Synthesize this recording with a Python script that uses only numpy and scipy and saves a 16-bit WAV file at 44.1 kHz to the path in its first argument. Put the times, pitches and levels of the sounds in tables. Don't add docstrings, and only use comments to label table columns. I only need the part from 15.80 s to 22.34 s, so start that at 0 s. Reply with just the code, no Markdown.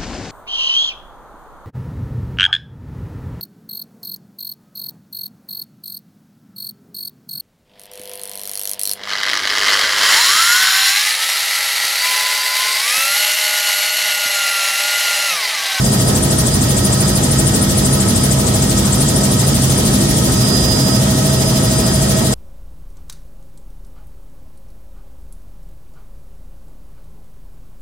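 import sys
import numpy as np
from scipy import signal
from scipy.fft import rfft, irfft, next_fast_len
from scipy.io import wavfile
from scipy.ndimage import uniform_filter1d, map_coordinates

SR = 44100
rng = np.random.default_rng(int(sys.argv[2]) if len(sys.argv) > 2 else 0)


def log_audio(samples):
    frames = np.atleast_2d(samples).T
    limited = np.clip(frames, -1, 1)
    pcm = np.round(limited * 32767).astype(np.int16)
    wavfile.write(sys.argv[1], SR, pcm)


N = 288414
T = np.arange(N) / SR


def amp(db):
    return 10 ** (np.asarray(db) / 20)


def unit(x):
    return x / np.sqrt(np.mean(x ** 2) + 1e-20)


def along(points, hz):
    point_hz, values = np.transpose(points)
    return np.interp(np.log(hz + 1), np.log(point_hz + 1), values)


def curves(rows):
    times_s, *columns = np.transpose(rows)
    return [np.interp(T, times_s, column) for column in columns]


def wobble(rate):
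    return map_coordinates(rng.standard_normal(int(N * rate / SR) + 4), [T * rate])


def filtered(x, response):
    size = next_fast_len(N + SR // 2)
    return irfft(rfft(x, size) * response(np.fft.rfftfreq(size, 1 / SR)), size)[..., :N]


def panned(x, pan_db):
    return x * np.array([amp(pan_db / 2), amp(-pan_db / 2)]).reshape(2, -1)


def air_noise(spectrum, patchy_db):
    # pitch_hz, likeness (1 = the same, 0 = unrelated)
    likeness = [(30, 0.98), (130, 0.98), (220, 0.95), (330, 0.68), (500, 0.54), (1000, -0.12),
                (2000, -0.094), (8000, -0.014)]
    slices = signal.stft(rng.standard_normal((2, N)), nperseg=512)[2]
    patches = uniform_filter1d(rng.standard_normal(slices.shape[1:]), size=8, axis=0)
    patches = uniform_filter1d(patches, size=6, axis=1)
    pair = signal.istft(slices * amp(patchy_db * unit(patches)), nperseg=512)[1][:, :N]

    def response(hz):
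        width = np.arccos(np.clip(along(likeness, hz), -1, 1)) / 2
        return amp(along(spectrum, hz)) * [np.cos(width), np.sin(width)]

    mid, side = filtered(pair, response)
    return unit(np.array([mid + side, mid - side]))


def cycles(hz):
    return np.cumsum(hz) / SR


def tone(hz, scatter_hz, spread):
    phase = 2 * np.pi * cycles(hz + scatter_hz * wobble(20))
    return np.sqrt(2) * np.sin([phase + spread / 2, phase - spread / 2])


def breathy_note(centre_hz, width_hz):
    noise = filtered(rng.standard_normal((2, 2, N)), lambda hz: 1 / (1 + (hz / width_hz) ** 2))
    phase = 2 * np.pi * cycles(centre_hz)
    return unit(noise[0] * np.cos(phase) + noise[1] * np.sin(phase))


def swell(passes, at, sharp, lean=0):
    angle = 2 * np.pi * (passes - at)
    return np.exp(sharp * (np.cos(angle - lean * (1 - np.cos(angle))) - 1))


def cabin_air():
    # pitch_hz, relative_db
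    boom_spectrum = [(20, -28), (34, -39), (45, -16), (55, -6.5), (80, -7), (105, -4), (135, 0.5),
                     (155, -6.5), (180, -8), (225, -5), (290, -14), (400, -23), (800, -58)]
    rush_spectrum = [(150, -32), (290, -1), (380, -1), (500, -3), (650, -5.5), (850, -8), (1100, -11.5),
                     (1600, -15), (2300, -18.5), (3200, -21), (6000, -55)]
    # time_s, relative_db
    boom_levels = [(0, -15), (2.9, -14), (4.4, -13.5), (5.5, -14.5), (6.54, -15)]
    boom_db, = curves(boom_levels)
    boom = amp(boom_db - 1.5) * air_noise(boom_spectrum, patchy_db=.5)
    bottle_note = amp(boom_db - 8.5 + 3 * wobble(9)) * tone(135, scatter_hz=7.04, spread=.062)
    rush = amp(-22.5) * air_noise(rush_spectrum, patchy_db=1.5)
    return panned(boom + bottle_note, pan_db=-1.2) + panned(rush, pan_db=-1.1)


def rotor_beat(passes):
    # cycles_per_pass, level_db
    notes = [(2, -57), (3, -46), (4, -35), (5, -37)]
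    return sum(amp(db + 1.8 * wobble(2.9)) * np.sqrt(2) * np.sin(2 * np.pi * per_pass * passes)
               for per_pass, db in notes)


def blade_wash(passes):
    # pitch_hz, relative_db
    hiss_spectrum = [(1200, -43), (2500, -14.5), (3200, 0.5), (4200, -1.5), (6000, 1), (8500, -1),
                     (10000, -1.5), (11500, -7.5), (13500, -11), (16000, -23.5)]
    gust_spectrum = [(1500, -24), (2600, -7), (3300, -1), (4500, 1), (6500, 2), (9500, 0.5), (11500, -2.5),
                     (13500, -4), (16000, -3.5)]
    # time_s, level_db
    hiss_levels = [(0, -24), (3, -23.5), (4.2, -22), (5.6, -23), (6.54, -23.5)]
    hiss = amp(curves(hiss_levels)[0]) * air_noise(hiss_spectrum, patchy_db=1.16)
    push = swell(passes, at=.0053, sharp=.77)
    spit = .18 * swell(passes + .03 * wobble(14), at=.0067, sharp=9)
    strength = unit((push + spit) * amp(.77 * wobble(13)))
    return hiss + amp(-25) * strength * air_noise(gust_spectrum, patchy_db=2)


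def edge_whistle(passes):
    # time_s, middle_pitch_hz, relative_db
    whistle = [(0, 8760, -16.5), (2.4, 9140, -16), (2.87, 7790, -18.5), (3.2, 8660, -16),
               (4.5, 9580, -20.5), (5, 8900, -28.5), (5.6, 9250, -24.5), (6.1, 8950, -20),
               (6.54, 8550, -21.5)]
    middle_hz, db = curves(whistle)
    blade = -np.cos(np.pi * (passes + .2))
    sweep = 1 + .085 * np.sin(2 * np.pi * (passes + .19))
    pitch_hz = middle_hz * (1 + .05 * blade + .015 * wobble(25)) * sweep
    gust = amp(db + .7 * wobble(10)) * swell(passes, at=-.21, sharp=2.24, lean=.41)
    note = amp(-5.5 + blade + 2 * wobble(110))
    note = note * breathy_note(pitch_hz * (1 + .022 * wobble(150)), width_hz=360)
    puff = amp(-3.5 - 1.2 * blade + .89 * wobble(60)) * breathy_note(pitch_hz - 300, width_hz=1260)
    sinking_hz = 8400 * (1 - .073 * np.sin(2 * np.pi * (passes - .5)))
    lull = amp(-32 + 2.1 * wobble(14)) * swell(passes, at=.47, sharp=2.7, lean=.2)
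    soft_whistle = lull * breathy_note(sinking_hz, width_hz=790)
    return panned(gust * (note + puff), pan_db=7) + panned(soft_whistle, pan_db=15)


def shaft_and_tail_rotor(speed):
    # pitch_hz, level_db
    notes = [(168, -38), (197.8, -23.5), (252, -34.5), (278, -39.5), (336, -34.5), (396, -51.5),
             (420, -48.5), (504, -48.5)]
    return sum(amp(db + 2.5 * wobble(5)) * tone(hz * speed, scatter_hz=.78, spread=-.1)
               for hz, db in notes)


def planet_gear_hum(passes, turn_middle_s=4.95, turn_lasts_s=1):
    # cycles_per_pass, left_db, right_db (both added to the hum's level)
    notes = [(49, -.5, -8), (50, -16, -1.5), (51, -22, -13)]
    # left_db, right_db
    ahead_db = [-30, -37]
    turned_db = [-27.5, -27]
    turned = .5 + .5 * np.tanh(2 * (T - turn_middle_s) / turn_lasts_s)
    level = amp(np.outer(ahead_db, 1 - turned) + np.outer(turned_db, turned))
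    wander = .37 * wobble(11)
    hum = 0
    for per_pass, left_db, right_db in notes:
        note = np.sqrt(2) * np.sin(2 * np.pi * per_pass * (passes + .1201) + wander)
        hum += level * amp([[left_db], [right_db]]) * note
    return hum


def gear_throb(speed, passes):
    # pitch_hz, left_db, right_db, throb_db, loudest_at (fraction of a blade pass)
    notes = [(973, -55, -44, 1, .2), (1258, -46, -52, 1, .3), (1271, -47, -51, 1, .3),
             (1283.6, -39, -40.5, 3.5, .36), (1481, -55, -54, 1, .2), (1679, -53, -51, 1, .1),
             (1849, -52, -52, 1, .2), (1875, -44.5, -38.7, 1.5, .2), (1918, -53, -55, 1, .2),
             (1945, -60, -51, 1, .2)]
    # time_s, left_db, right_db
    level_changes = [(0, -1, 3), (1.4, 0.5, 1.5), (2.8, 1, -2), (6.54, 1, 0)]
    level = amp(curves(level_changes))
    gears = 0
    for hz, left_db, right_db, throb_db, loudest_at in notes:
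        load_db = throb_db * np.cos(2 * np.pi * (passes - loudest_at))
        throb = unit(amp(load_db + 1.3 * wobble(7) + 1.6 * wobble(45)))
        note = tone(hz * speed, scatter_hz=1.3, spread=-.47)
        gears += level * throb * amp([[left_db], [right_db]]) * note
    return gears


def gearbox_whine(hz, fade_db=2.5, fades_per_s=5.1):
    # left_db, right_db
    resting_db = [-44, -36]
    # middle_s, half_length_s, left_db, right_db
    swells = [(.12, .14, -31, -52), (1.15, 0.22, -60, -31), (2.45, 0.19, -49, -37), (4.76, 0.16, -42, -23),
              (4.973, 0.23, -41, -21), (5.63, 0.19, -55, -26.5), (6.047, 0.18, -28, -32)]
    gain = amp([db + fade_db * wobble(fades_per_s) for db in resting_db])
    for middle_s, half_length_s, left_db, right_db in swells:
        gain += amp([[left_db], [right_db]]) * np.exp(-((T - middle_s) / half_length_s) ** 2)
    direct = gain * amp(1.4 * wobble(20)) * tone(hz, scatter_hz=1.5, spread=1.1)
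    scattered = amp(-37) * breathy_note(hz, width_hz=26)
    return direct + panned(scattered, pan_db=-8)


def turbine(pitch_hz=12570.):
    # time_s, level_db
    levels = [(0, -42), (1.2, -41), (2.2, -45), (6.54, -48)]
    scream = amp(curves(levels)[0]) * breathy_note(np.full(N, pitch_hz), width_hz=45)
    return panned(scream, pan_db=-8)


def scene():
    # time_s, pitch_hz
    whine_pitches = [(0, 4936), (1.25, 4930), (2.45, 4947), (3, 4942), (4.1, 4924), (4.7, 4926),
                     (5.7, 4947), (6.54, 4946)]
    passes_per_s, first_pass_s = 12.966, .066
    whine_hz, = curves(whine_pitches)
    speed = whine_hz / whine_hz.mean()
    passes = cycles(passes_per_s * speed) - passes_per_s * first_pass_s
    air = cabin_air() + rotor_beat(passes) + blade_wash(passes) + edge_whistle(passes)
    machinery = shaft_and_tail_rotor(speed) + planet_gear_hum(passes) + gear_throb(speed, passes)
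    return air + machinery + gearbox_whine(whine_hz) + turbine()


def record(dry):
    bass_hz, top_hz, peak_limit = 400, 15850, .9
    bass = filtered(dry, lambda hz: 1 / (1 + (hz / bass_hz) ** 4))
    power = np.abs(uniform_filter1d(np.mean(bass ** 2, axis=0), size=900))
    gain = uniform_filter1d((power / power.mean() + .05) ** -.27, size=500)
    even = dry + bass * (gain - 1)
    rounded = even / (1 + (even / peak_limit) ** 8) ** (1 / 8)
    return filtered(rounded, lambda hz: hz < top_hz)


dry = scene()
out = record(dry)
log_audio(out)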